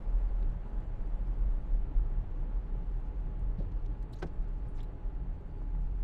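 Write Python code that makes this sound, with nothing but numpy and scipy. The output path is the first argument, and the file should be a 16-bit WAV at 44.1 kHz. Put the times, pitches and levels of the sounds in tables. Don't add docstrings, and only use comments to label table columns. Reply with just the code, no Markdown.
import sys
import numpy as np
from scipy import signal
from scipy.io import wavfile
from scipy.ndimage import uniform_filter1d

SR = 44100
rng = np.random.default_rng(int(sys.argv[2]) if len(sys.argv) > 2 else 0)


def to_wav(sig):
    pcm = np.clip(np.atleast_2d(sig), -1, 1) * 32767
    pcm = np.round(pcm).astype(np.int16)
    wavfile.write(sys.argv[1], SR, pcm.T)


def ratio(d):
    e = np.asarray(d, float) / 20
    return 10 ** e


N = 265923

# (time [s], level [dB], width [s], pitch [Hz])
BODY_BUMPS = [(0.086, -29.5, 0.05, 33.46), (0.162, -25.5, 0.051, 35.2), (0.255, -28, 0.093, 39.36),
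              (0.352, -31, 0.068, 36.64), (0.447, -28.5, 0.13, 36.96), (0.775, -32.5, 0.055, 35.84),
              (0.882, -35.5, 0.081, 36.58), (1.013, -32, 0.04, 37.45), (1.072, -31.5, 0.048, 36.86),
              (1.141, -29, 0.044, 36.8), (1.226, -33.5, 0.11, 38.85), (1.307, -32.5, 0.054, 38.72),
              (1.416, -28.5, 0.052, 35.05), (1.493, -29, 0.11, 40.06), (1.552, -31.5, 0.06, 37.24),
              (1.747, -24.5, 0.06, 37.72), (1.83, -33, 0.056, 35.42), (2.001, -25.5, 0.099, 38.56),
              (2.092, -33.5, 0.063, 30.83), (2.182, -28, 0.051, 35.72), (2.398, -33.5, 0.13, 36.24),
              (2.468, -34, 0.044, 35.22), (2.567, -27.5, 0.046, 38.54), (2.748, -32.5, 0.13, 34.52),
              (2.889, -31.5, 0.042, 40.21), (2.965, -32, 0.059, 38.1), (3.08, -37, 0.16, 39.25),
              (3.198, -33.5, 0.074, 42.03), (3.263, -33, 0.045, 33.4), (3.336, -35, 0.056, 38.13),
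              (3.473, -29.5, 0.11, 36.17), (3.623, -31, 0.048, 37.18), (3.761, -31.5, 0.046, 38.98),
              (3.846, -32.5, 0.041, 35.33), (3.914, -33.5, 0.042, 37.63), (4.022, -33.5, 0.045, 36.5),
              (4.251, -38, 0.078, 39.82), (4.406, -25.5, 0.03, 34.84), (4.509, -33, 0.097, 37.18),
              (4.622, -35.5, 0.051, 40.9), (4.781, -35.5, 0.084, 31.75), (4.846, -35, 0.025, 36.33),
              (5.067, -31, 0.04, 33.03), (5.16, -37.5, 0.046, 38.8), (5.218, -36, 0.04, 40.2),
              (5.306, -32.5, 0.049, 39.76), (5.681, -32, 0.019, 37.05), (5.827, -32.5, 0.3415, 39.32),
              (5.929, -44.5, 0.056, 38.5)]
# (time [s], level [dB], width [s], pitch [Hz])
FINAL_BUMP = (6.03, -31.5, .06, 38)
# (frequency [Hz], density [dB per Hz])
HEAVE_SPECTRUM = [(7.1, -35.5), (12, 0.5), (24, 3), (30, -7.5), (46, -2.5), (51, -4), (57, -3.5), (62, -19),
                  (70, -29.5), (91, -54), (150, -120)]
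BOOM_REST_DB = -43.5

# (frequency [Hz], density [dB per Hz])
ROAR_SPECTRUM = [(38, -33), (64, 4), (70, -7), (118, -7), (145, -9), (177, -11), (252, -21), (283, -18.5),
                 (400, -21), (520, -48.5), (880, -120)]
# (frequency [Hz], width [Hz], level [dB])
PANEL_MODES = [(83.2, 16, -54.5), (95.1, 21, -57.5), (119.6, 16, -57.5), (170.7, 23, -60.5),
               (288.8, 53, -64.5), (398, 38, -67.5)]
# (frequency [Hz], density [dB per Hz])
HISS_SPECTRUM = [(120, -24.5), (200, 3), (254, -9), (284, -6), (330, -6.5), (475, -7.5), (610, -9.5),
                 (867, -11.5), (935, -13.5), (1580, -20.5), (4000, -38.5), (5200, -62), (8800, -120)]
# (frequency [Hz], density [dB per Hz])
SPRAY_SPECTRUM = [(1760, -30), (3000, -3.5), (3670, -20.5), (4600, -5), (4950, -10.5), (7590, -12.5),
                  (10900, -20.5), (12200, -20), (12800, -22.5), (16600, -55), (22000, -120)]
# (time [s], coarseness [dB], standing water [dB])
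ROAD_SURFACE = [(0, -0.5, 2.5), (.3, -3, 1), (.46, -0.5, -0.5), (.74, -0.5, 0), (1.62, 0, 1.5),
                (1.9, 1.5, -0.5), (2.77, 0, -1), (3.05, 0, 1.5), (3.4, 1, -0.5), (4.05, 0.5, -0.5),
                (4.35, -2, 1.5), (4.8, 2.5, 1), (5.16, -2, -2), (5.4, -1.5, 1.5), (6.03, 0, 2)]
ROAR_DB, HISS_DB, SPRAY_DB = -47, -55, -88.5
ROAR_DB_PER_S, HISS_DB_PER_S, SPRAY_DB_PER_S = 0.04, -0.5754, -0.57
SPRAY_TOP_HZ = 12900
SAGGING_PANEL, PANEL_SAG_HZ_PER_S = 3, 4.1
# (start frequency [Hz], fall [Hz per s], width
# [Hz], level [dB])
TYRE_BANDS = [(560.6, 30, 70, -69.5), (300.3, 6, 30, -66.5), (2770, 21, 650, -87.5), (4420, 15, 480, -94)]
# (time [s], level [dB], pitch [Hz])
ROAD_SEAMS = [(0.373, -52.5, 186), (0.528, -46.5, 123), (0.547, -59, 183.7), (0.552, -52, 161),
              (0.66, -63, 192), (0.701, -56, 231.4), (0.779, -48.5, 121), (0.826, -51.5, 179),
              (0.934, -49.5, 114), (1.027, -61, 186), (1.233, -55.5, 188.4), (1.294, -64, 225),
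              (1.32, -51.5, 125.3), (1.432, -49.5, 69.3), (1.46, -53.5, 181.3), (1.541, -57.5, 177),
              (1.68, -55, 181.3), (1.869, -49.5, 124), (2.001, -48, 104), (2.12, -53, 175.5),
              (2.201, -50, 128.5), (2.209, -48.5, 83.5), (2.308, -49, 90), (2.453, -50.5, 129.3),
              (2.462, -54, 177.5), (2.688, -60, 224.6), (2.739, -50.5, 126.2), (2.766, -54.5, 175.7),
              (2.987, -45, 117.3), (3.287, -53.5, 153), (3.32, -46, 116.4), (3.465, -56.5, 122),
              (3.607, -51.5, 129), (3.635, -45, 88.8), (3.834, -47, 78.2), (3.841, -45.5, 117.4),
              (3.952, -55.5, 155), (4.001, -49, 108.5), (4.141, -57.5, 189), (4.272, -46.5, 72.2),
              (4.385, -48.5, 76.3), (4.398, -51, 177.7), (4.653, -56.5, 208), (4.687, -47.5, 117),
              (4.792, -46.5, 113.2), (5.215, -53.5, 128.8), (5.261, -51.5, 174.5), (5.312, -52.5, 128),
              (5.353, -45, 77), (5.514, -53, 127), (5.532, -50.5, 159.5), (5.714, -51, 129.4),
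              (5.779, -47.5, 163.3), (5.793, -45, 75.8), (5.8, -46, 128.5), (5.927, -53, 87.3)]
SEAM_WIDTH_S, SEAM_DB = 0.11, -2

# (time [s], level [dB], low-pass by rubber [Hz])
LINKAGE_BLOWS = [(4.222, -41, 5000), (4.2241, -45, 5000), (4.226, -36.5, 6300), (4.228, -40, 5040),
                 (4.229, -41, 4700), (4.2343, -45.5, 3500), (4.2388, -45.5, 2500), (4.2410, -56, 2470),
                 (4.247, -42, 704), (4.2596, -47, 1080), (5.616, -56, 1800), (5.75, -65, 1600)]
# (frequency [Hz], level [dB], t60 [s])
COWL_MODES = [(248, -6, 0.099), (358, -2.5, 0.069), (426, 0, 0.04), (545, -7.5, 0.092), (672, -4.5, 0.039),
              (754, -9.5, 0.077), (834, -9, 0.023), (940, -10, 0.0049), (1110, -15, 0.077),
              (1256, -6.5, 0.028), (1527, -5.5, 0.036), (2100, -12, 0.027), (2600, -39, 0.026),
              (3500, -37, 0.015)]
KNOCK_TOP_HZ = 12900
# (time [s], level [dB], frequency [Hz], length [s])
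WIPER_THUDS = [(3.5806, -33, 175, .024), (3.595, -46, 300, .03), (3.592, -48, 540, .03),
               (4.196, -39, 162, .105), (4.2262, -46, 1300, .0016), (4.238, -46, 440, .016),
               (4.8048, -49, 3400, .0022), (4.2262, -37, 330, .008), (4.2192, -50, 1400, .002),
               (5.6155, -47, 850, .005), (5.7485, -49, 800, .004)]
# (time [s], level [dB], centre [Hz], t60 [s])
RUBBER_SQUEAKS = [(4.1235, -61, 8050, 0.032), (4.155, -71, 6500, .1), (4.162, -66, 4000, .08),
                  (4.184, -64.5, 6300, 0.08), (4.186, -69, 4600, 0.096), (4.194, -72, 8400, .06),
                  (4.682, -76.5, 9040, 0.12), (4.748, -72, 7100, 0.073), (4.765, -78, 9500, .1),
                  (4.772, -57, 1170, 0.09), (4.786, -71, 5200, 0.054), (4.812, -68, 3700, 0.034),
                  (4.758, -77, 5900, .05), (4.804, -72, 7200, 0.046), (4.183, -82, 13000, .08)]
SQUEAK_WIDTH_SHARE, SQUEAK_RISE_S = 0.14, 0.006
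# (time [s], level [dB], centre [Hz], t60 [s])
WATER_SCRAPES = [
    (.83, -84, 9500, .08),
    (3.58, -68, 3320, 0.22),
    (3.588, -46.5, 463, 0.22),
    (4.2662, -64, 4700, 0.058),
    (4.14, -76, 5390, 0.8),
    (4.753, -75, 5500, 0.2),
    (4.769, -68, 3600, 0.18),
    (4.78, -66, 2970, 0.13),
    (4.785, -63.5, 2000, 0.2),
]
SCRAPE_WIDTH_SHARE, SCRAPE_RISE_SHARE = 0.53, 0.056
# (time [s], level [dB], rise [s], tilt [dB per kHz])
LIP_FLIPS = [
    (4.129, -52, 0.01, -1),
    (4.829, -66, 0.0021, -0.3),
]
# (frequency [Hz], width [Hz], level [dB])
LIP_MODES = [(3900, 1400, 2), (7360, 1500, -9), (10300, 3500, -4), (13400, 1400, -5)]
FLIP_T60_S = 0.048
# (time [s], level [dB], centre [Hz])
GLASS_DROPS = [(0.021, -76, 6900), (.428, -75, 3700), (.6754, -79, 6500), (1.62, -82, 7500),
               (1.071, -78, 6000), (1.23, -81, 7540), (3.393, -74, 8050), (3.626, -82, 6060),
               (3.717, -69, 4000), (3.797, -76, 3700), (3.86, -67, 3900), (4.025, -70, 4500),
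               (4.027, -71, 7900), (4.2255, -57, 4930), (4.482, -75, 4970), (4.67, -75, 5010),
               (3.622, -71, 3380), (4.832, -65, 2200)]
DROP_WIDTH_SHARE, DROP_RISE_S, DROP_T60_S = 0.66, 0.0013, 0.041
TICK_TOP_HZ = 13000
# (time [s], level
# [dB], centre [Hz], length [s])
MORE_PULSES = [(.4278, -57, 3900, 0.0012), (.4282, -58, 2500, .002), (.5002, -67, 4400, .0012),
               (.5002, -72, 6700, .0012), (.5004, -63, 2900, .002), (3.3927, -69, 4040, .0008),
               (3.72, -62, 3000, 0.0017), (3.8606, -60, 2800, .0012), (3.861, -63, 5200, .0007),
               (3.864, -63, 3800, .001), (.8045, -74, 7800, .003), (4.2205, -56, 3800, .0005),
               (4.2212, -64, 6800, .0006), (4.2615, -68, 5500, .001), (4.224, -70, 11800, .001),
               (4.2320, -74, 12000, .001), (4.2445, -72, 8000, .001), (4.2505, -74, 8800, .001),
               (4.2590, -68, 6800, .001), (4.156, -63, 3900, 0.0022), (4.1885, -62, 3300, .002),
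               (4.276, -61, 2600, .002), (4.78, -62, 3000, .001), (4.786, -59, 3200, 0.00092),
               (4.7925, -61, 4600, .001), (4.797, -61, 2800, 0.0013), (4.8125, -62, 3700, .003),
               (4.808, -66, 5300, .002), (4.8295, -67, 7300, .006), (4.829, -70, 3950, 0.026),
               (4.137, -57, 4200, 0.0034), (4.190, -64, 6500, .003), (4.8305, -76, 14800, .0015),
               (4.443, -67, 5000, .0008), (2.916, -67, 5000, 0.00088), (5.9226, -70, 3940, .001),
               (3.592, -56, 750, 0.0089), (3.606, -46, 390, 0.017), (3.625, -51, 315, 0.012),
               (3.686, -46, 400, .010), (3.857, -47.5, 400, 0.023)]

# (time [s], frequency [Hz])
WHINE_PITCH = [(0, 843), (.7, 841), (1.5, 845), (2.8, 849), (4.3, 848), (6.03, 843)]
WHINE_DB = -68.5
# (above [Hz], from level [dB], loss [dB per dB])
TREBLE_LOSS = [(8700, -28.5, 3.5), (10400, -31.5, 2.2)]


def evened(x):
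    return x / np.sqrt(np.mean(x ** 2) + 1e-20)


def smoothed(x, size, axis=0):
    return uniform_filter1d(uniform_filter1d(x, size=size, axis=axis), size=size, axis=axis)


def curve(rows, column):
    rows = np.array(rows)
    return np.interp(np.arange(N) / SR, rows[:, 0], rows[:, column])


def add(mix, start_s, sound):
    part = mix[round(start_s * SR):][:len(sound)]
    part += sound[:len(part)]


def resonate(x, hz, width_hz):
    turn = np.exp(2j * np.pi * np.cumsum(hz * np.ones(len(x))) / SR)
    r = np.exp(-np.pi * width_hz / SR)
    smooth = signal.lfilter([1 - r], [1, -r], x / turn + 1e-18)
    return 2 * (turn * smooth).real


def wash(spectrum, size, patchy_db, flicker_db):
    frames, bins_hz = 4 * N // size + 5, np.fft.rfftfreq(size, 1 / SR)
    real, imag, patches = rng.standard_normal((frames, len(bins_hz), 3)).T
    flicker = evened(uniform_filter1d(rng.standard_normal(frames), size=3))
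    patches = uniform_filter1d(uniform_filter1d(patches, size=8, axis=0), size=8, axis=1)
    patches = evened(patches)
    hz, db = np.transpose(spectrum)
    colour_db = np.interp(np.log(bins_hz + 1), np.log(hz + 1), db, left=-120, right=-120)
    level_db = colour_db[:, None] + patchy_db * patches + flicker_db * flicker
    z = (real + 1j * imag) * ratio(level_db)
    return evened(signal.istft(z, nperseg=size, noverlap=3 * size // 4)[1][:N])


def puffs(rows, top_hz=None):
    out, t = np.zeros(N), np.arange(5000) / SR
    for start_s, db, hz, width_hz, rise_s, t60_s in rows:
        puff = rng.standard_normal(len(t))
        for w in (2.6 * width_hz, 2.6 * width_hz, width_hz):
            puff = resonate(puff, hz, w)
        puff = evened(puff)
        if top_hz:
            puff = signal.sosfilt(signal.butter(12, top_hz, fs=SR, output="sos"), puff)
        rise = np.minimum(t / max(rise_s, 1e-4), 1)
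        add(out, start_s, puff * rise * ratio(db - 60 * t / t60_s))
    return out


def pulses(rows):
    out = np.zeros(N)
    for start_s, db, hz, length_s in rows:
        t = np.arange(0, length_s, 1 / SR)
        swell = np.sin(np.pi * t / length_s) ** 2
        add(out, start_s, ratio(db) * swell * np.sin(2 * np.pi * hz * t))
    return out


def boom():
    bump_s, db, width_s, hz = np.transpose(BODY_BUMPS + [FINAL_BUMP])
    t = np.arange(0, N + 64, 64) / SR
    bump_power = ratio(db) ** 2 * np.exp(-(2 * (t[:, None] - bump_s) / width_s) ** 2)
    bump_power = bump_power + ratio(BOOM_REST_DB) ** 2 / len(bump_s)
    power = bump_power.sum(1)
    level = np.interp(np.arange(N) / SR, t, np.sqrt(power))
    pitch_hz = np.interp(np.arange(N) / SR, t, bump_power @ hz / power)
    nudge = evened(smoothed(rng.standard_normal(N), 2500))
    turns = np.cumsum(pitch_hz * (1 + 0.085 * nudge)) / SR
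    mode = -np.sqrt(2) * level * np.cos(2 * np.pi * (turns - turns[-1]))
    slow = np.sqrt(uniform_filter1d(level ** 2, size=15000) + ratio(-76.5))
    heave = ratio(-8.5) * slow * wash(HEAVE_SPECTRUM, 8192, patchy_db=-0.5, flicker_db=-2.5)
    return mode + heave


def tyre_roar():
    t = np.arange(N) / SR
    roar_db = ROAR_DB + ROAR_DB_PER_S * t + curve(ROAD_SURFACE, column=1)
    roar = ratio(roar_db - 3.5) * wash(ROAR_SPECTRUM, 8192, patchy_db=0.0, flicker_db=0.5)
    panels = np.zeros(N)
    for i, (hz, width_hz, db) in enumerate(PANEL_MODES):
        if i == SAGGING_PANEL:
            hz = hz - PANEL_SAG_HZ_PER_S * (t - t.mean())
        shake = resonate(rng.standard_normal(N), hz, width_hz)
        panels += ratio(db) * evened(resonate(shake, hz, width_hz))
    return roar + ratio(roar_db - roar_db.mean()) * panels


def tyre_hiss():
    hiss_db = HISS_DB + HISS_DB_PER_S * np.arange(N) / SR
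    return ratio(hiss_db + 0.1) * wash(HISS_SPECTRUM, 1024, patchy_db=0.53, flicker_db=0.5)


def spray():
    spray_db = SPRAY_DB + SPRAY_DB_PER_S * np.arange(N) / SR + curve(ROAD_SURFACE, column=2)
    water = ratio(spray_db + 4.0) * wash(SPRAY_SPECTRUM, 512, patchy_db=2.8, flicker_db=1.5)
    return signal.oaconvolve(water, signal.firwin(301, SPRAY_TOP_HZ, fs=SR), "same")


def seams():
    out, t = np.zeros(N), np.arange(-6000, 6000) / SR
    for seam_s, db, hz in ROAD_SEAMS:
        tone = np.sin(2 * np.pi * (hz * t + rng.random()))
        swell = np.exp(-2 * (t / SEAM_WIDTH_S) ** 2)
        add(out, seam_s + t[0], np.sqrt(2) * ratio(db + SEAM_DB) * swell * tone)
    return out


def tyre_bands():
    out, t = np.zeros(N), np.arange(N) / SR
    for start_hz, fall_hz_per_s, width_hz, db in TYRE_BANDS:
        hz = start_hz - fall_hz_per_s * t
        shake = resonate(rng.standard_normal(N), hz, width_hz)
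        out += ratio(db) * evened(resonate(shake, hz, width_hz))
    return out


def wiper_knocks():
    out, t = np.zeros(N), np.arange(8000) / SR
    for blow_s, db, dull_hz in LINKAGE_BLOWS:
        ring = np.zeros(len(t))
        for hz, mode_db, t60_s in COWL_MODES:
            phase = rng.uniform(0.2, 0.82)
            ring += ratio(mode_db - 60 * t / t60_s) * np.sin(2 * np.pi * (hz * t + phase))
        grit = signal.lfilter([0.2], [1, -0.8], rng.standard_normal(len(t)))
        crack = 1.1 * grit * ratio(-60 * t / 0.045)
        blow = (ring + crack) * np.minimum(t / 0.0004, 1)
        add(out, blow_s, ratio(db) * signal.lfilter(*signal.butter(3, dull_hz, fs=SR), blow))
    return signal.oaconvolve(out, signal.firwin(101, KNOCK_TOP_HZ, fs=SR), "same")


def wiper_thuds():
    return pulses(WIPER_THUDS)


def squeaks():
    return puffs([(s, db, hz, SQUEAK_WIDTH_SHARE * hz, SQUEAK_RISE_S, t60_s)
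                  for s, db, hz, t60_s in RUBBER_SQUEAKS], TICK_TOP_HZ)


def scrapes():
    return puffs([(s, db, hz, SCRAPE_WIDTH_SHARE * hz, SCRAPE_RISE_SHARE * t60_s, t60_s)
                  for s, db, hz, t60_s in WATER_SCRAPES], TICK_TOP_HZ)


def lip_flips():
    rows = []
    for flip_s, db, rise_s, tilt_db_per_khz in LIP_FLIPS:
        for hz, width_hz, mode_db in LIP_MODES:
            tilt_db = tilt_db_per_khz * (hz - LIP_MODES[0][0]) / 1000
            rows.append((flip_s, db + mode_db + tilt_db, hz, width_hz, rise_s, FLIP_T60_S))
    return puffs(rows)


def drops():
    return puffs([(s, db, hz, DROP_WIDTH_SHARE * hz, DROP_RISE_S, DROP_T60_S)
                  for s, db, hz in GLASS_DROPS], TICK_TOP_HZ)


def more_pulses():
    return pulses(MORE_PULSES)


def fan_whine():
    hz = curve(WHINE_PITCH, column=1)
    waver_db = 1.6 * evened(smoothed(rng.standard_normal(N), 4000))
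    line = np.sqrt(2) * ratio(waver_db) * np.sin(2 * np.pi * np.cumsum(hz) / SR)
    skirt = 0.14 * evened(resonate(rng.standard_normal(N), hz, 3.7))
    return ratio(WHINE_DB) * (line + skirt)


def scene():
    car = boom() + tyre_roar() + tyre_hiss() + spray() + seams() + tyre_bands()
    wipers = wiper_knocks() + wiper_thuds() + squeaks() + scrapes() + lip_flips()
    ease = np.minimum(np.arange(N) / (0.004 * SR), 1)
    return (ease * (car + wipers + drops() + more_pulses() + fan_whine()))[None]


def roll_off(x):
    return signal.sosfilt(signal.butter(12, 15300, fs=SR, output="sos"), x)


def record(dry):
    level_db = 10 * np.log10(abs(uniform_filter1d(dry ** 2, size=2500)) + 1e-12)
    for above_hz, from_db, loss_db_per_db in TREBLE_LOSS:
        high_pass = signal.firwin(201, above_hz, pass_zero=False, fs=SR)
        treble = signal.oaconvolve(dry, high_pass[None], "same")
        kept = ratio(-loss_db_per_db * np.maximum(level_db - from_db, 0))
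        dry = dry - (1 - kept) * treble
    return roll_off(dry)


dry = scene()
out = record(dry)
to_wav(out)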